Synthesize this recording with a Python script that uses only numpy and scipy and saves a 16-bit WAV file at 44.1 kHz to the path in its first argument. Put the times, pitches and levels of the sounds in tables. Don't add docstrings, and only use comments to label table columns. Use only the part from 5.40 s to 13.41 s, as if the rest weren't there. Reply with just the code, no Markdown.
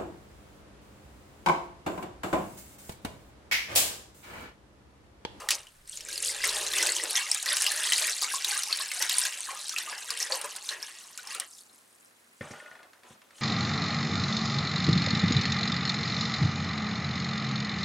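import sys
import numpy as np
from scipy import signal
from scipy.fft import rfft, irfft, next_fast_len
from scipy.io import wavfile
from scipy.ndimage import uniform_filter1d, map_coordinates

SR = 44100
rng = np.random.default_rng(int(sys.argv[2]) if len(sys.argv) > 2 else 0)


def persist_wave(psi):
    counts = np.round(np.clip(psi, -1, 1) * 32767).astype(np.int16)
    wavfile.write(sys.argv[1], SR, np.atleast_2d(counts).T)


N = 353241

# start in seconds, level in dB,
# hollow thud in dB relative to that level, ring of the base in dB relative to that level.
KNOCK_ROWS = [(7.009, -38, -4.5, 10), (7.1086, -39.5, -11, 1), (7.134, -43, -32, 3), (7.2, -47, -29, 10),
              (7.259, -45.5, -36, 7.5), (7.312, -44, -28, 7), (7.352, -45, -34, 3), (7.391, -49, -37, 3),
              (7.4297, -39, -43, -9), (7.5324, -40.5, -43, -14), (7.633, -41.5, -44, -16),
              (7.7066, -51, -8, -6), (7.817, -41.5, -45, -13), (7.9067, -42.5, -50, -13),
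              (7.982, -40, -51, -13)]
# frequency in Hz, relative level in dB.
LEFT_RIGHT_DIFFERENCE = [(60, -35), (250, -13.5), (600, -2.5), (3000, 0), (8000, 4.5), (14000, -37.5)]


def stream():
    # frequency in Hz, relative level in dB per Hz.
    spray_colour = [(1470, -29), (2500, -5), (2720, 3.5), (3980, 13), (4210, 12), (6760, -2.5), (9220, 10),
                    (13100, -0.5), (16000, -11)]
    stop_s, foam_hz = 6.07, 5540
    fizz_db, splash_db, gurgle_db, drum_db = pour()
    surge_db = 1.3 * wobble(45)
    lively = np.clip((fizz_db + 60.5) / 12, .2, 1)
    thin = np.clip((-21.5 - fizz_db) / 10, .5, 2.5) * lively

    spray = hiss(spray_colour, patchy_db=3.5)
    fine = amp(0.74 * wobble(35)) * swarm(5600, 0.615, 6, 9, count=8000, size=300)
    crackle = swarm(8500, .3, 5.5, 3, count=5000, size=64)
    fizz = unit(above(.33 * spray + .8 * lively * fine + .55 * crackle, 2000))

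    wash = hiss([(1000, -42.0), (1400, 6.5), (3200, 11.0), (4000, -15)], patchy_db=4.5)
    middling = swarm(2300, .4, 4.5, 9, count=3000, size=700)
    splash = unit(bowl(.55 * wash + .75 * lively * middling))

    churn = hiss([(450, -23.0), (650, -17.5), (1300, -3.0), (1700, -24.5)], patchy_db=0.5)
    large = swarm(957, .35, 3, 9, count=1500, size=900)
    gurgle = unit(bowl(.45 * churn + .7 * large))
    drum = unit(bowl(hiss([(240, -23), (330, -5), (600, -2.5), (750, -16.5)], patchy_db=2.0)))

    running = np.clip((stop_s - np.arange(N) / SR) * 20 + .5, 0, 1)
    fizz = running * fizz + (1 - running) * above(fizz, foam_hz)
    splash = running * splash
    uneven_fizz = amp(thin * 1.5 * wobble(16)) * fizz
    uneven_splash = amp(splash_db + 2.26 * wobble(24.9)) * above(splash, 430)
    high = amp(fizz_db + surge_db) * (uneven_fizz + uneven_splash)
    uneven_gurgle = amp(2.3 * wobble(18)) * above(gurgle, 280)
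    low = amp(gurgle_db + surge_db) * (uneven_gurgle + amp(drum_db) * drum)
    return high + low


def pour():
    # time in seconds, fizz in dB, gurgle in dB, hollow drumming in dB above the gurgle.
    steady = [(0, -49.5, -41.5, -10), (.08, -66, -52, 0), (.3, -59, -71, -2), (.455, -66, -85, 5),
              (.48, -47.5, -83, 14), (.66, -46.5, -65, 12), (.84, -31, -57, 6), (1.02, -37.5, -55, 0),
              (1.28, -32.5, -53, 3.5), (1.68, -47.5, -58, 6), (1.8, -35.5, -45, -16),
              (2.0, -38.5, -60.5, -6), (2.2, -30.5, -48.5, -9), (2.7, -31, -53.5, -6),
              (2.95, -36, -55, -7.5), (3.5, -37, -63, -12), (3.9, -43, -52.5, -10),
              (4.2, -41, -57.5, -12.5), (4.65, -43.5, -64, -9), (4.87, -41.5, -57, -4.5),
              (5.05, -44, -50, -9), (5.25, -47, -60.5, -5.5), (5.7, -51, -65, -8), (6.03, -52, -49.5, -9),
              (6.1, -68.5, -87, -18), (7.0, -67, -91, -13)]
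    # start in seconds, fade time in seconds, fizz in dB, gurgle in dB.
    slugs = [(0.1, 0.048, -27.5, -44), (1.035, 0.46, -32, -44.5), (1.34, 0.32, -28, -50.5),
             (1.389, 0.061, -29, -41), (1.62, 0.058, -56, -45), (1.75, 0.073, -25, -63),
             (2.06, 0.14, -28.5, -44.5), (2.37, 0.14, -60, -44), (2.52, 0.06, -24.5, -51),
             (2.61, 0.078, -50, -42.5), (2.812, 0.039, -22, -38.5), (3.051, 0.084, -29.5, -42.5),
             (3.14, 0.051, -53, -46), (3.29, 0.064, -46, -43), (3.385, 0.058, -28.5, -43),
             (3.515, 0.17, -34, -51), (3.6, 0.036, -27, -36.5), (3.69, 0.22, -30.5, -51),
             (3.78, 0.03, -34, -47), (3.85, 0.037, -28.5, -43), (4.07, 0.076, -62, -43),
             (4.36, 0.053, -31, -42.5), (4.455, 0.1, -60, -41), (4.579, 0.01, -22, -49),
             (4.696, 0.076, -42.5, -45.5), (4.8, 0.036, -26.5, -45), (4.898, 0.058, -37, -35),
             (5.037, 0.023, -28.5, -33), (5.28, 0.084, -40, -41.5), (5.775, 0.46, -43, -63),
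             (5.9, 0.015, -29, -42), (5.947, 0.028, -56, -37)]
    rise_s = 0.0077
    fizz_db, gurgle_db, drum_db = curves(steady)
    s, fade_s, slug_fizz_db, slug_gurgle_db = np.transpose(slugs)
    fizz_db = louder(fizz_db, fades(s, slug_fizz_db, rise_s, fade_s))
    gurgle_db = louder(gurgle_db, fades(s, slug_gurgle_db, rise_s, fade_s))
    follows_fizz = 0.46
    splash_db = (1 - follows_fizz) * (gurgle_db - fizz_db)
    return fizz_db, splash_db, gurgle_db, drum_db


def bowl(x):
    # frequency in Hz, width of the resonance in Hz, strength in dB.
    wall_modes = [(453, 36, -14.5), (633, 15, -8.5), (1067, 39, -26.5), (1636, 86, -6.5), (1955, 77, -15),
                  (1970, 15, -11.5), (2750, 115, -17.5)]

    def response(f):
        total = 0.15
        for k, (centre, width, db) in enumerate(wall_modes):
            resonance = 1j * f * width / (centre * centre - f * f + 1j * f * width)
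            total = total + (-1) ** k * amp(db) * resonance
        return total

    return filtered(x, response)


def drops():
    # start in seconds, level in dB, starting pitch in Hz,
    # click in dB relative to the level.
    small_drops = [(0.0878, -13.5, 1780, 4), (0.1066, -12, 4270, 6), (0.1163, -14, 2480, 2),
                   (0.269, -34.5, 2830, -3.5), (0.476, -33, 8000, -5), (0.4955, -21.5, 8100, -30),
                   (0.573, -22, 6640, -7), (0.607, -27, 5230, -2), (0.65, -27, 7200, -19),
                   (0.687, -25, 5970, -2), (0.7294, -21.5, 9300, -3), (0.778, -18, 4200, -3),
                   (0.827, -14.5, 8800, -7), (0.874, -16, 8200, -9), (1.041, -12, 2040, -4),
                   (1.049, -22, 7600, -10), (1.091, -14.5, 3800, -11), (1.3352, -16, 3400, 1.5),
                   (1.383, -13, 5770, -1), (1.427, -11, 5350, 0), (1.4713, -12, 7900, -17.5),
                   (1.492, -12.5, 4100, -10.5), (1.5207, -10, 7360, -16.5), (1.6374, -12, 8100, -39),
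                   (1.708, -12, 9800, -6), (1.7581, -18.5, 5140, -6), (1.775, -12, 3130, -12),
                   (1.9146, -7, 8260, -12), (1.916, -8, 5020, -20), (1.9465, -14.5, 8500, 1),
                   (2.027, -18, 8000, -4), (2.0594, -20, 5460, 5), (2.0892, -15.5, 4600, -20),
                   (2.13, -9, 9900, -25), (2.1626, -15, 10100, -6), (2.1683, -12.5, 7900, 2.5),
                   (2.181, -19.5, 6300, -1), (2.209, -12.5, 8600, -12), (2.221, -11, 9000, 0),
                   (2.265, -8, 2720, -2), (2.283, -18.5, 4800, -10), (2.319, -12.5, 8900, -2.5),
                   (2.4342, -14.5, 8300, -9), (2.5218, -7.5, 2880, -6), (2.5805, -12.5, 9000, -3.5),
                   (2.696, -15, 5540, -10), (3.046, -12, 3570, 0), (3.1772, -12, 8540, -17),
                   (3.1918, -15.5, 8900, -10), (3.234, -15.5, 5400, 0.5), (3.3273, -7.5, 4160, -11.5),
                   (3.373, -15, 9300, -4), (3.5157, -17.5, 2020, 2), (3.548, -18.5, 10400, -24),
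                   (3.6239, -11, 5340, 1.5), (3.695, -12, 3530, 2.5), (3.72, -18, 6900, -11),
                   (3.784, -4, 8600, -11), (3.792, -10.5, 8500, -8.5), (3.837, -14.5, 5200, -17),
                   (3.852, -15, 1560, 2), (4.006, -17.5, 8260, -11), (4.294, -16.5, 5450, -5),
                   (4.363, -13, 2510, -30), (4.3835, -19, 3800, 6), (4.705, -17.5, 4520, 3),
                   (4.8273, -12, 5300, -10), (4.922, -10.5, 4310, -37), (4.956, -21, 11300, -6.5),
                   (5.014, -18.5, 8850, -3.5), (5.163, -20.5, 8400, -3), (5.29, -14.5, 3750, -8.5),
                   (5.4275, -19.5, 5070, -20), (5.776, -28, 7160, 4.5), (5.873, -25.5, 5000, -2),
                   (5.926, -39, 5050, 1.5), (5.9483, -20, 8700, -1), (6.296, -46, 3830, -6),
                   (5.999, -14, 8300, -2.5)]
    # start in seconds, level in dB, starting pitch in Hz.
    large_bubbles = [(0.662, -41, 2320), (0.688, -34.5, 1545), (0.895, -28, 2020), (1.005, -30, 1910),
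                     (1.039, -14, 1936), (1.339, -24, 1854), (1.396, -21.5, 1940), (1.488, -22, 1940),
                     (1.598, -25.5, 1900), (2.064, -22.5, 1850), (2.103, -26, 1910), (2.205, -28, 1706),
                     (2.312, -25, 1686), (2.521, -18, 1906), (2.938, -24, 1033), (3.11, -38, 790),
                     (3.157, -31.5, 1130), (3.273, -38, 850), (3.4, -30.5, 1070), (3.623, -29, 1520),
                     (4.088, -29, 1033), (4.337, -33.5, 1250), (4.376, -37, 1330), (4.475, -33, 1140),
                     (4.528, -30, 1610), (4.69, -33.5, 1550), (4.705, -33, 1117), (4.868, -32, 1690),
                     (4.9, -32, 603), (4.902, -36, 990), (4.908, -37, 810), (4.922, -30, 505),
                     (4.921, -34, 1670), (4.937, -33, 910), (4.966, -37, 810), (5.045, -31, 967),
                     (5.043, -37.5, 554), (5.788, -35, 1410), (5.951, -34.5, 1310), (6.02, -32.5, 1840)]
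    snap_db, snap_s = 3.5, 0.00034

    s, db, hz, click_db = np.transpose(small_drops)
    pops = bubbles(s, amp(db), hz, 10.9, 0.1, size=500)
    clicks = bursts(s, amp(db + click_db), 0.0045, size=500)
    pops += filtered(clicks, lambda f: 1 / (1 + 1j * f / 9000) ** 2)
    pops += bursts(s, amp(db + click_db + snap_db), snap_s, size=200)

    s, db, hz = np.transpose(large_bubbles)
    slaps = bowl(bursts(s, amp(db + 6.0), 0.005, size=2000))
    glugs = bubbles(s, amp(db), hz, 10.8, 0.057, size=2000) + slaps
    return above(pops, 2170) + above(glugs, 230)


def bubbles(s, gain, hz, cycles, rise, size):
    turns = np.arange(size) / SR * hz[:, None]
    life = turns / cycles
    climb = 1 + rise * np.minimum(life, 2) / 2
    wave = np.sin(2 * np.pi * turns * climb) * np.exp(-life) * (1 - np.exp(-2 * turns))
    wave *= gain[:, None] * np.cos(np.linspace(0, np.pi / 2, size))
    at = (np.round(s * SR).astype(int)[:, None] + np.arange(size)).ravel()
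    return np.bincount(at, wave.ravel(), N + SR)[:N]


def swarm(centre_hz, octaves, spread_db, cycles, count, size):
    draw = rng.random((count, 2))
    hz = np.clip(centre_hz * 2 ** (octaves * rng.standard_normal(count)), 200, 15000)
    rank = np.log(draw[:, 1] + .03)
    climb = .14 * rng.random((count, 1))
    return unit(bubbles(draw[:, 0] * N / SR, amp(-spread_db * rank), hz, cycles, climb, size))


def jug():
    # frequency in Hz, relative level in dB,
    # time to fade by 60 dB in seconds.
    body_modes = [(142, 9.5, 0.038), (215, 13.5, 0.025), (353, -0.5, 0.039), (488, 8.5, 0.033)]
    foot_modes = [(1114, -15, 0.036), (1440, -5, 0.028), (1824, 4.5, 0.027), (2060, 1.5, 0.022),
                  (2550, -11, 0.03), (3380, -13, 0.026)]
    # frequency in Hz, relative level in dB per Hz.
    scrape_colour = [(120, -34), (200, -8), (334, -4), (573, 3), (1330, -0.5), (4000, -12.5), (6000, -30),
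                     (8800, -120)]
    rustle_colour = [(1760, -14), (3000, -6), (3900, -9), (6550, -8), (8930, -6.5), (15000, -29)]

    out, t = np.zeros(N + SR), np.arange(SR // 4) / SR

    def ring(modes):
        total = 0
        for hz, db, t60 in modes:
            varied_db = db + rng.standard_normal()
            total = total + amp(varied_db - 60 * t / t60) * np.sin(2 * np.pi * hz * t)
        return total

    for s, db, thud_db, ring_db in KNOCK_ROWS:
        blow = amp(db + ring_db) * ring(foot_modes) + amp(db + thud_db + 8.0) * ring(body_modes)
        out[round(s * SR):][:len(t)] += blow * (1 - np.exp(-t / 0.0025))

    s, db = np.transpose(KNOCK_ROWS)[:2]
    taps = bursts(s, amp(db + 4.5), 0.0042, size=2000)
    taps = filtered(taps, lambda f: 1j * f * 1400 / (1500 ** 2 - f * f + 1j * f * 1400))

    t = np.arange(N) / SR
    scrape, squeal, rustle = slide(t)
    tone = np.sin(2 * np.pi * 1440 * t + 0.2 * wobble(40))
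    overtone = amp(-21) * np.sin(2 * np.pi * 3340 * t + wobble(60))
    squeak = np.sqrt(2) * amp(.8 * wobble(90)) * (tone + overtone)
    rub = squeal * squeak
    rub = rub + scrape * hiss(scrape_colour, patchy_db=3.5)
    rub = rub + rustle * hiss(rustle_colour, patchy_db=5.5)
    return above(out[:N] + taps + rub, 71)


def slide(t):
    # loudest moment in seconds, level in dB, half width in seconds.
    squeaks = [(7.1, -55, .015), (7.165, -46, 0.022), (7.224, -45, 0.024), (7.282, -44, 0.028),
               (7.33, -51, 0.027), (7.36, -55, .02), (7.405, -56, 0.036)]
    # loudest moment in seconds, level in dB, half width in seconds.
    rustles = [(7.1, -54, 0.17), (7.25, -63, 0.23), (7.7, -56.5, 0.075), (8.02, -51.5, 0.11)]
    # start in seconds, end in seconds, level in dB, change by the end in dB.
    slides = [(7.009, 7.466, -48, -14.5), (7.635, 7.77, -67, 6.5)]
    edge_s = 0.012
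    skid_db, skid_s = -18.5, 0.062

    drag = 0
    for start, end, db, change_db in slides:
        edge = np.clip(np.minimum(t - start, end - t) / edge_s, 0, 1)
        drag = drag + edge * amp(db + change_db * np.clip((t - start) / (end - start), 0, 1))
    s, db = np.transpose(KNOCK_ROWS)[:2]
    skids = amp(fades(s, db + skid_db, 0.0049, skid_s))

    def bump(peak_s, level_db, width):
        return amp(level_db) * np.clip(1 - ((t - peak_s) / width) ** 2, 0, 1) ** 2

    squeal = sum(bump(*row) for row in squeaks)
    rustle = sum(bump(*row) for row in rustles)
    return drag + skids, squeal, rustle


def room(x):
    # frequency in Hz, time to fade by 60 dB in seconds.
    wall_fade = [(300, 0.22), (2000, 0.15), (10000, 0.025)]
    hz, t, z = signal.stft(rng.standard_normal((4, 2, SR // 4)), SR, nperseg=256)
    fading = z * amp(-60 * t / along(wall_fade, hz)[:, None])
    tails = signal.istft(fading, SR, nperseg=256)[1]
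    turn = np.pi * np.arange(N) / SR
    echo = 0
    for k, tail in enumerate(tails):
        part = np.pad(x * np.cos(turn + k * np.pi / 4) ** 4, (150, 0))[None]
        echo = echo + signal.fftconvolve(part, tail / np.linalg.norm(tail[0]), axes=1)[:, :N]
    return echo


def background():
    # frequency in Hz, relative level in dB per Hz.
    air_colour = [(24, -63), (40, -22), (158, -8), (235, 1), (294, -2), (449, -3), (859, -5.5), (1770, -5),
                  (7340, -26), (15500, -9)]
    deep_colour = [(11, -15), (18, 6), (29, 0), (43, -5), (50, 8), (58, -2.5), (76, -4.5), (160, -4.5),
                   (210, -12.5), (350, -120)]
    # time in seconds, level in dB.
    rumble_level = [(0, -64), (1.39, -63), (1.44, -76.5), (5.9, -87), (6.2, -101), (8.01, -97)]
    mid = hiss(air_colour, patchy_db=1.6)
    side = filtered(hiss(air_colour, patchy_db=5.5), lambda hz: amp(along(LEFT_RIGHT_DIFFERENCE, hz) + 4.0))
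    air = amp(-62.5) * np.array([mid + side, mid - side])
    t = np.arange(N) / SR
    hum = amp(-82.5) * np.sin(2 * np.pi * 98 * t + 2.2 * wobble(11))
    pulses = np.sin(np.pi * 29 * t) ** 4
    chirr = amp(-76 + 2 * wobble(4)) * pulses * np.sin(2 * np.pi * 4050 * t + wobble(84))
    deep = unit(filtered(rng.standard_normal(N), lambda hz: amp(along(deep_colour, hz))))
    rumble = amp(curves(rumble_level)[0]) * deep
    return air + rumble + chirr + hum


def amp(db):
    return 10 ** (np.asarray(db) / 20)


def unit(x):
    return x / np.sqrt(np.mean(x ** 2) + 1e-20)


def along(points, hz):
    f, v = np.transpose(points)
    return np.interp(np.log(hz + 1), np.log(f + 1), v)


def curves(rows):
    s, *cols = np.transpose(rows)
    return [np.interp(np.arange(N) / SR, s, c, left=-120, right=-120) for c in cols]


def wobble(rate):
    knots = rng.standard_normal(int(N * rate / SR) + 4)
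    return map_coordinates(knots, [np.arange(N) * rate / SR])


def filtered(x, response):
    m = next_fast_len(N + SR // 2)
    return irfft(rfft(x, m) * response(np.fft.rfftfreq(m, 1 / SR)), m)[..., :N]


def above(x, hz):
    return filtered(x, lambda f: (1j * f / hz / (1 + 1j * f / hz)) ** 2)


def hiss(spectrum, patchy_db):
    z = signal.stft(rng.standard_normal(N), nperseg=256)[2]
    field = uniform_filter1d(uniform_filter1d(rng.standard_normal(z.shape), 5, 0), 3, 1)
    rough = signal.istft(z * amp(patchy_db * unit(field)), nperseg=256)[1][:N]
    return unit(filtered(rough, lambda hz: amp(along(spectrum, hz))))


def bursts(s, gain, decay, size):
    t = np.arange(size) / SR / decay
    puff = rng.standard_normal((len(s), size)) * np.exp(-t) * (1 - np.exp(-6 * t)) * gain[:, None]
    at = np.round(s * SR).astype(int)[:, None] + np.arange(size)
    return np.bincount(at.ravel(), puff.ravel(), N + size)[:N]


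def fades(s, db, rise, fade):
    t = np.maximum(np.arange(N) / SR - s[:, None], 0)
    shape = amp(db)[:, None] * (1 - np.exp(-t / rise)) * np.exp(-t / np.reshape(fade, (-1, 1)))
    return 10 * np.log10(np.sum(shape ** 2, axis=0) + 1e-14)


def louder(a_db, b_db):
    return 10 * np.log10(amp(2 * a_db) + amp(2 * b_db))


def scene():
    near = stream() + drops() + jug()
    echo = room(near)
    both = echo.mean(0)
    apart = filtered((echo[0] - echo[1]) / 2, lambda hz: amp(along(LEFT_RIGHT_DIFFERENCE, hz)))
    direct = near * amp([[.2], [-.2]])
    return direct + amp(-7.5) * both + amp(-15.0) * np.array([apart, -apart]) + background()


def record(dry):
    # frequency in Hz, gain in dB.
    mic_treble = [(9500, -1), (12000, -5.5), (16000, -13)]
    mic_hiss = amp(-63.0) * above(rng.standard_normal(N), 1100)
    heard = filtered(dry + mic_hiss, lambda hz: amp(along(mic_treble, hz)))
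    return filtered(heard, lambda hz: hz < 15900)


dry = scene()
out = record(dry)
persist_wave(out)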